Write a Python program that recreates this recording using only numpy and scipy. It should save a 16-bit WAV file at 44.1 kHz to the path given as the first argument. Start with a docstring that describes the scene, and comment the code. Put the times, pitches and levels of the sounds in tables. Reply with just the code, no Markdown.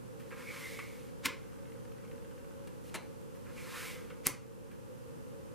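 """Two stiff cards snap down on a cloth-covered table, close up in a small room: struck body, edge and thud.
Before each snap, card and sleeve swish over the cloth: shaped noise with a ringing bending mode.
In between, the next card is drawn and flicked off the deck, among light touches, faint ticks and rustle.
A fan and mains hum drone underneath as coloured noise and narrow tones.
The camera's gain drops when the level passes a ceiling, then creeps back."""
import sys
import numpy as np
from scipy import signal
from scipy.fft import rfft, irfft, next_fast_len
from scipy.io import wavfile
from scipy.ndimage import uniform_filter1d, minimum_filter1d

SR = 44100
rng = np.random.default_rng(int(sys.argv[2]) if len(sys.argv) > 2 else 0)


def master_out(mix):
    """Clip the mix to full scale and print it as 16-bit PCM to the path in sys.argv[1]."""
    frames = np.transpose(np.atleast_2d(mix))
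    ceiling = np.clip(frames, -1, 1)
    pcm = np.round(ceiling * 32767).astype(np.int16)
    wavfile.write(sys.argv[1], SR, pcm)


N = 244314

# Levels are set ahead of the room, stereo balance and gain control.
# bent corners snapping down: [strike t/s, card body level/dB and edge crack level/dB before stage offsets,
# crack flutter against its first impact/dB, table thud level/dB, level at the end of the scrape before it/dB]
SNAPS = [(1.2588, -5, -14, -3, -8, -35.5), (4.2691, -7, 3.5, -11, -9, -35.5)]
# slip off the thumb, strike, rebound: [t from the strike/s, body offset/dB, crack offset/dB]
SNAP_STAGES = [(-0.0024, -0.5, -12.5), (0, -0.5, 0.5), (0.0062, -5.5, -14)]
# the next card drawn along the deck: [start t/s, end t/s, end level/dB, rise/dB, hiss against rub/dB]
DRAWS = [(2.839, 2.902, -68, 6.5, 7), (2.913, 2.968, -56, 16, -7)]
# card and sleeve sliding on cloth: [t at full speed/s, t when it slows/s, fibre hiss level/dB,
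# rub level/dB, card ring level/dB, rise/dB per s, fall/dB per s]
SLIDES = [(0.554, 0.73, -53.5, -53, -53.5, 64, 57), (3.775, 3.883, -49, -47, -52, 74, 115)]
# the sliding card catches on the weave and sings: [t/s, f/Hz, level/dB, rise/dB per s, fall/dB per s]
CATCHES = [(0.485, 2224, -49, 350, 107), (0.638, 2050, -46.5, 500, 220), (0.792, 2170, -42.5, 4000, 450),
           (3.579, 2310, -53, 600, 220)]
# short brushes of the sleeve: [start t/s, length/s, rub level/dB, fibre hiss level/dB]
BRUSHES = [(0.309, 0.037, -50, -72), (0.358, 0.09, -55.5, -62), (0.897, 0.23, -68.5, -67.5),
           (3.445, 0.078, -59.5, -78), (3.55, 0.11, -60.5, -60)]
# the thumb lands on the deck: [t/s, level/dB, T60/s]
DECK_TAP = (2.673, -27.5, 0.069)
# the card comes free of the deck: [t/s, level/dB, T60/s]
FLICK = (2.9496, -12.5, 0.049)
# modes ringing on in the flicked card: [f/Hz, level against the burst before deck colour/dB, T60/s]
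FLICK_MODES = [(1720, -19.5, 0.1), (4020, -22, 0.2), (4140, -24, .2), (6300, -18, 0.17)]
# light touches of fingers and card: [t/s, body level/dB, crack level/dB, T60/s]
TOUCHES = [(0.198, -29, -36.5, 0.2), (0.306, -31, -45, .12), (0.791, -19.5, -42, 0.025),
           (3.349, -37.5, -41, .1), (4.102, -24.5, -49, 0.092), (4.714, -33, -41, 0.12)]
# the hand rests on the table: [from t/s, until t/s]
RESTING = (1.38, 2.65)

# colour of the card's body: [f/Hz, relative level/dB per Hz]
CARD_COLOUR = [(100, -11), (400, -6), (680, -30), (990, -3), (1300, -3.5), (1750, -2.5), (2150, 2.5),
               (3100, -6.5), (5500, -9.5), (9000, -13), (15000, -27)]
# colour of the hard card edge: [f/Hz, relative level/dB per Hz]
CRACK_COLOUR = [(500, -12.5), (3000, -17.5), (6000, -8.5), (9700, -2.5), (14500, -5), (16000, -24),
                (18000, -53)]
# colour of the padded table: [f/Hz, relative level/dB per Hz]
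THUD_COLOUR = [(20, -47), (40, -31), (125, 1), (270, 6.5), (480, -10), (700, -16), (2000, -14)]
# colour of rubbing on cloth: [f/Hz, relative level/dB per Hz]
RUB_COLOUR = [(300, -16), (700, -15), (1000, 3), (1350, 5), (1800, 3), (2600, 1), (3200, -20), (6000, -23),
              (15000, -36)]
# colour of hissing fibres: [f/Hz, relative level/dB per Hz]
HISS_COLOUR = [(1000, -7), (2800, 6.5), (4200, 3.5), (6000, 1.5), (10000, 0.5), (12500, -1), (15000, -4.5),
               (15500, -30)]
# colour of the deck held in the hand: [f/Hz, relative level/dB per Hz]
DECK_COLOUR = [(30, -22), (100, -2), (350, 1.5), (700, 0), (950, 3), (1700, -0.5), (2700, -0.5),
               (3450, -7.5), (4100, -6.5), (5000, -12.5), (10700, -8.5), (12500, -16), (15000, -24)]
# colour of small dull contacts: [f/Hz, relative level/dB per Hz]
TICK_COLOUR = [(400, -30), (1000, 0), (1500, 5), (2300, 1), (2800, -1), (3600, -10.5), (12000, -30)]

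# drone colour in the middle: [f/Hz, relative level/dB per Hz]
DRONE_MID = [(20, -32), (40, -18), (90, -9), (180, -9), (400, -14), (570, -22.5), (670, -25), (900, -20),
             (1500, -25), (2200, -31), (2700, -29), (3700, -35), (10000, -35), (15000, -40)]
# drone colour at the sides: [f/Hz, relative level/dB per Hz]
DRONE_SIDE = [(20, -17), (40, -1.5), (95, -1.5), (200, -1.5), (400, -6), (540, -11), (670, -24),
              (900, -16.5), (1350, -21), (2300, -33.5), (2800, -34), (3600, -39.5), (10000, -36),
              (15000, -42)]
# narrow fan and mains tones: [f/Hz, width/Hz, middle level/dB, side level/dB]
HUM = [(120.8, 3.4, -66, -87), (165, 22, -73.5, -58), (246.9, 5.4, -68.5, -85), (457, 16.3, -60.5, -67),
       (503, 38, -59.5, -62.5), (550.8, 22.4, -62.5, -74)]
# decay of the room: [f/Hz, T60/s]
ROOM = [(150, 0.21), (600, 0.34), (2000, 0.37), (6000, 0.29), (13000, 0.16)]

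THUD_LEAD_S, THUD_T60_S = 0.005, 0.085  # the finger meets the table just before the strike
# the corner drags over the thumb before the snap; its hiss is set against the rub
SCRAPE_S, SCRAPE_LEAD_S, SCRAPE_RISE_DB, SCRAPE_HISS_DB = 0.031, 0.0043, 34.5, -11
RUB_RISE_DB_PER_S, RUB_FALL_DB_PER_S = 115, 70
RUB_LEAD_S, RING_LAG_S = 0.012, 0.0068  # rub peak before full speed, ring peak after slowing begins
RING_HZ, RING_WIDTH_HZ = 2186, 390  # the card's bending mode
RING_STEEPER = 1.18  # ring slopes over hiss slopes
CATCH_WIDTH_HZ = 370
# the flick slips one gap earlier and rebounds one gap later
FLICK_GAP_S, FLICK_SLIP_DB, FLICK_REBOUND_DB = 0.007, -1.5, -3.5
TICK_START_S, TICK_PERIOD_S = 1.457, 0.0658
TICK_DB, TICK_SCATTER_DB = -37.5, 1.5  # average level and its spread
TOP_HZ, NOISE_TOP_HZ = 15900, 15100  # band limits of the output and of the coloured noise


def snaps():
    """Each snap knocks the padded table and drives the card's body and hard edge at every stage."""
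    body, edge, table = np.zeros((3, N))
    for s, body_db, crack_db, flutter_db, thud_db, _ in SNAPS:
        add(table, s - THUD_LEAD_S, amp(thud_db) * blow(flutter_db=7, t60=THUD_T60_S))
        for delay, stage_body_db, stage_crack_db in SNAP_STAGES:
            body_blow = blow(flutter_db=11.5, t60=0.033)
            edge_blow = blow(flutter_db, t60=0.0075)
            add(body, s + delay, amp(body_db + stage_body_db) * body_blow)
            add(edge, s + delay, amp(crack_db + stage_crack_db) * edge_blow)
    return struck(body, CARD_COLOUR) + struck(edge, CRACK_COLOUR) + struck(table, THUD_COLOUR)


def scrapes():
    """Friction swells as a bent card nears its release from the thumb or the deck."""
    t, out = np.arange(N) / SR, np.zeros(N)
    rub = noise(CARD_COLOUR, grain_db=5)
    hiss = noise(HISS_COLOUR, grain_db=3)
    corners = []
    for s, *_, db in SNAPS:
        end = s - SCRAPE_LEAD_S
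        corners.append((end - SCRAPE_S, end, db, SCRAPE_RISE_DB, SCRAPE_HISS_DB))
    for start, end, db, rise_db, hiss_db in corners + DRAWS:
        sounding = (t >= start) * (t < end)
        level = amp(db + np.interp(t, [start, end], [-rise_db, 0])) * sounding
        out += level * (rub + amp(hiss_db) * hiss)
    return out


def slides():
    """The weave hisses through each stroke; rub peaks near full speed, the bending mode as it slows."""
    rub = patchy(noise(RUB_COLOUR, grain_db=4), depth_db=2.2)
    hiss = noise(HISS_COLOUR, grain_db=2.5)
    ring = narrow(RING_HZ, RING_WIDTH_HZ)
    out = np.zeros(N)
    for fast, slow, hiss_db, rub_db, ring_db, rise_db, fall_db in SLIDES:
        rub_peak, ring_peak = fast - RUB_LEAD_S, slow + RING_LAG_S
        ring_rise, ring_fall = RING_STEEPER * rise_db, RING_STEEPER * fall_db
        out += amp(hiss_db) * hiss * swell(fast, slow, rise_db, fall_db)
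        out += amp(rub_db) * rub * swell(rub_peak, rub_peak, RUB_RISE_DB_PER_S, RUB_FALL_DB_PER_S)
        out += amp(ring_db) * ring * swell(ring_peak, ring_peak, ring_rise, ring_fall)
    return out


def catches():
    """Each catch on the weave excites the card's bending mode at its own pitch."""
    out = np.zeros(N)
    for s, hz, db, rise_db, fall_db in CATCHES:
        out += amp(db) * narrow(hz, CATCH_WIDTH_HZ) * swell(s, s, rise_db, fall_db)
    return out


def brushes():
    """The sleeve grazes the cloth in short rounded strokes of rub and fibre hiss."""
    t, out = np.arange(N) / SR, np.zeros(N)
    rub = noise(RUB_COLOUR, grain_db=4)
    hiss = noise(HISS_COLOUR, grain_db=3)
    for start, length, rub_db, hiss_db in BRUSHES:
        part = np.clip((t - start) / length, 0, 1)
        stroke = 2 * np.sqrt(part * (1 - part))  # half ellipse
        out += stroke * (amp(rub_db) * rub + amp(hiss_db) * hiss)
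    return out


def deck():
    """The thumb taps the deck, then a card slips, flicks free and rebounds, all coloured by the deck."""
    blows = np.zeros(N)
    s, db, t60 = DECK_TAP
    add(blows, s, amp(db) * chatter(t60))
    s, db, t60 = FLICK
    stages = [(-FLICK_GAP_S, FLICK_SLIP_DB), (0, 0), (FLICK_GAP_S, FLICK_REBOUND_DB)]
    for delay, stage_db in stages:
        add(blows, s + delay, amp(db + stage_db) * flick(t60))
    return struck(blows, DECK_COLOUR)


def flick(t60):
    """A burst of edge friction with a few modes of the card ringing on."""
    t, burst = np.arange(SR // 4) / SR, chatter(t60)
    for hz, db, ring_t60 in FLICK_MODES:
        decay = np.exp(-np.log(1000) * t / ring_t60)
        mode = np.sin(2 * np.pi * (hz * t + rng.random())) * decay
        burst = burst + amp(db) * mode / np.linalg.norm(mode)
    return burst


def touches():
    """Fingers and card meet lightly: a dull tick with a little edge."""
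    body, edge = np.zeros((2, N))
    for s, body_db, crack_db, t60 in TOUCHES:
        add(body, s, amp(body_db) * chatter(t60))
        add(edge, s, amp(crack_db) * chatter(t60))
    return struck(body, TICK_COLOUR) + struck(edge, CRACK_COLOUR)


def ticking(count):
    """An evenly timed run of faint ticks of uneven strength while the hand rests."""
    blows = np.zeros(N)
    for k, scatter in enumerate(rng.standard_normal(count)):
        tick = amp(TICK_DB + TICK_SCATTER_DB * scatter) * blow(flutter_db=8, t60=.03)
        add(blows, TICK_START_S + k * TICK_PERIOD_S, tick)
    return struck(blows, TICK_COLOUR)


def rustle(start, end, db, per_second):
    """The resting hand shifts, and single fibres catch and let go at random."""
    t = np.arange(N) / SR
    happens = (rng.random(N) < per_second / SR) * (t > start) * (t < end)
    pushes = happens * rng.standard_normal(N)
    fluttering = signal.fftconvolve(pushes, blow(flutter_db=18, t60=0.018))[:N]
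    return amp(db) * struck(fluttering, TICK_COLOUR)


def drone():
    """Fan rush, largely out of step at the two microphone ports, with narrow hum tones."""
    mid, side = amp(-57) * noise(DRONE_MID), amp(-48) * noise(DRONE_SIDE)
    for hz, width_hz, mid_db, side_db in HUM:
        mid += amp(mid_db) * narrow(hz, width_hz)
        side += amp(side_db) * narrow(hz, width_hz)
    return np.array([mid + side, mid - side])


def room(x, wet_db, side_db, delay):
    """The room's short answer: noise dying at a rate set by frequency, its width also set by frequency."""
    hz, t, z = signal.stft(rng.standard_normal((2, SR // 2)), SR, nperseg=256)
    decay = np.exp(-np.log(1000) * t / along(ROOM, hz)[:, None])
    tail = signal.istft(z * decay, SR, nperseg=256)[1]
    tail = np.pad(tail / np.linalg.norm(tail[0]), ((0, 0), (round(abs(delay) * SR), 0)))
    wet = signal.fftconvolve(x[None], tail, axes=1)[:, :N]
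    # (f/Hz, offset/dB): tone of the whole answer, then extra tone of its sides
    tone = [(300, 6), (2200, 0.0), (5000, -2.0), (12000, -7)]
    width = [(300, -5), (1000, 6), (2200, -46), (5000, -6), (11000, 18.5)]
    mid, side = filtered(wet, lambda f: amp(wet_db + along(tone, f)))
    side = filtered(side, lambda f: amp(side_db + along(width, f)))
    return np.array([mid + side, mid - side])


def blow(flutter_db, t60):
    """One clean impact and the flutter that follows it, scaled to energy 1."""
    push = amp(flutter_db) * chatter(t60)
    push[0] = 1
    return push / np.linalg.norm(push)


def chatter(t60):
    """A dying run of tiny contacts, energy 1."""
    t = np.arange(SR // 4) / SR
    run = rng.standard_normal(len(t)) * np.exp(-np.log(1000) * t / t60)
    return run / np.linalg.norm(run)


def struck(blows, colour, size=2048):
    """Blows through a causal body of the given colour and energy 1."""
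    cepstrum = irfft(np.log(amp(along(colour, np.fft.rfftfreq(size, 1 / SR)))))
    # folding the cepstrum gives minimum phase: no sound before the blow
    cepstrum[1:size // 2] *= 2
    cepstrum[size // 2 + 1:] = 0
    response = irfft(np.exp(rfft(cepstrum)))
    return signal.fftconvolve(blows, response / np.linalg.norm(response))[:N]


def noise(colour, grain_db=0):
    """Coloured noise of rms 1; grain_db scatters the sizes of its tiny impacts."""
    grains = rng.standard_normal(N) * amp(grain_db * rng.standard_normal(N))
    return unit(filtered(grains, lambda hz: amp(along(colour, hz)) * (hz < NOISE_TOP_HZ)))


def narrow(centre_hz, width_hz):
    """Noise of rms 1 in one resonance, width_hz wide at half its peak gain."""
    def resonance(hz):
        """Gain falling away on both sides of the centre."""
        return 1 / (1 + ((hz - centre_hz) / width_hz * 2) ** 2)
    return unit(filtered(rng.standard_normal(N), resonance))


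def patchy(x, depth_db):
    """Uneven pressure lifts and drops bands of a rubbing sound from moment to moment."""
    z = signal.stft(x, nperseg=512)[2]
    field = uniform_filter1d(rng.standard_normal(z.shape), size=6, axis=0)  # smooth over frequency
    field = uniform_filter1d(field, size=7, axis=1)  # smooth over time
    return unit(signal.istft(z * amp(depth_db * unit(field)), nperseg=512)[1][:N])


def swell(top, leave, rise_db, fall_db):
    """Gain that climbs by rise_db a second until top, holds until leave and falls by fall_db a second."""
    t = np.arange(N) / SR
    return amp(-rise_db * np.maximum(top - t, 0) - fall_db * np.maximum(t - leave, 0))


def add(track, s, sound):
    """Mix a sound into a track at time s."""
    start = round(s * SR)
    track[start:start + len(sound)] += sound[:N - start]


def filtered(x, response):
    """Shape x by a gain that depends on frequency."""
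    m = next_fast_len(N + SR // 2)
    return irfft(rfft(x, m) * response(np.fft.rfftfreq(m, 1 / SR)), m)[..., :N]


def along(points, hz):
    """Read (f/Hz, value) points on a log frequency axis."""
    f, v = np.transpose(points)
    return np.interp(np.log(hz + 1), np.log(f + 1), v)


def unit(x):
    """Scale to rms 1."""
    return x / np.sqrt(np.mean(x ** 2) + 1e-20)


def amp(db):
    """Decibels to gain."""
    return 10 ** (np.asarray(db) / 20)


def gain_control(x, ceiling_db, release_db, size=256):
    """Gain drops when the short-term level passes the ceiling and creeps back by release_db a second."""
    power = np.abs(uniform_filter1d(np.mean(x ** 2, axis=0), size))
    over = np.maximum(10 * np.log10(power + 1e-12) - ceiling_db, 0)
    creep = release_db * np.arange(N) / SR
    cut = np.maximum.accumulate(over + creep) - creep
    return x * amp(uniform_filter1d(minimum_filter1d(-cut, size), size))


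def scene():
    """Card impacts sit a hair to the left, swish and drone a hair to the right, in one small room."""
    cards = snaps() + scrapes() + deck() + touches() + ticking(count=17)
    cards = cards + rustle(*RESTING, db=-48, per_second=130)
    swish = slides() + catches() + brushes()
    near = cards + room(cards, wet_db=-8.5, side_db=-12.0, delay=.004)
    soft = swish + room(swish, wet_db=-6.0, side_db=-11.0, delay=.004)
    return near * amp([[.2], [-.2]]) + (soft + drone()) * amp([[-.4], [.4]])


def record(dry):
    """The camera holds down peaks and keeps nothing above its band limit."""
    held = gain_control(dry, ceiling_db=-22.1, release_db=4)
    return filtered(held, lambda hz: hz < TOP_HZ)


dry = scene()
out = record(dry)
master_out(out)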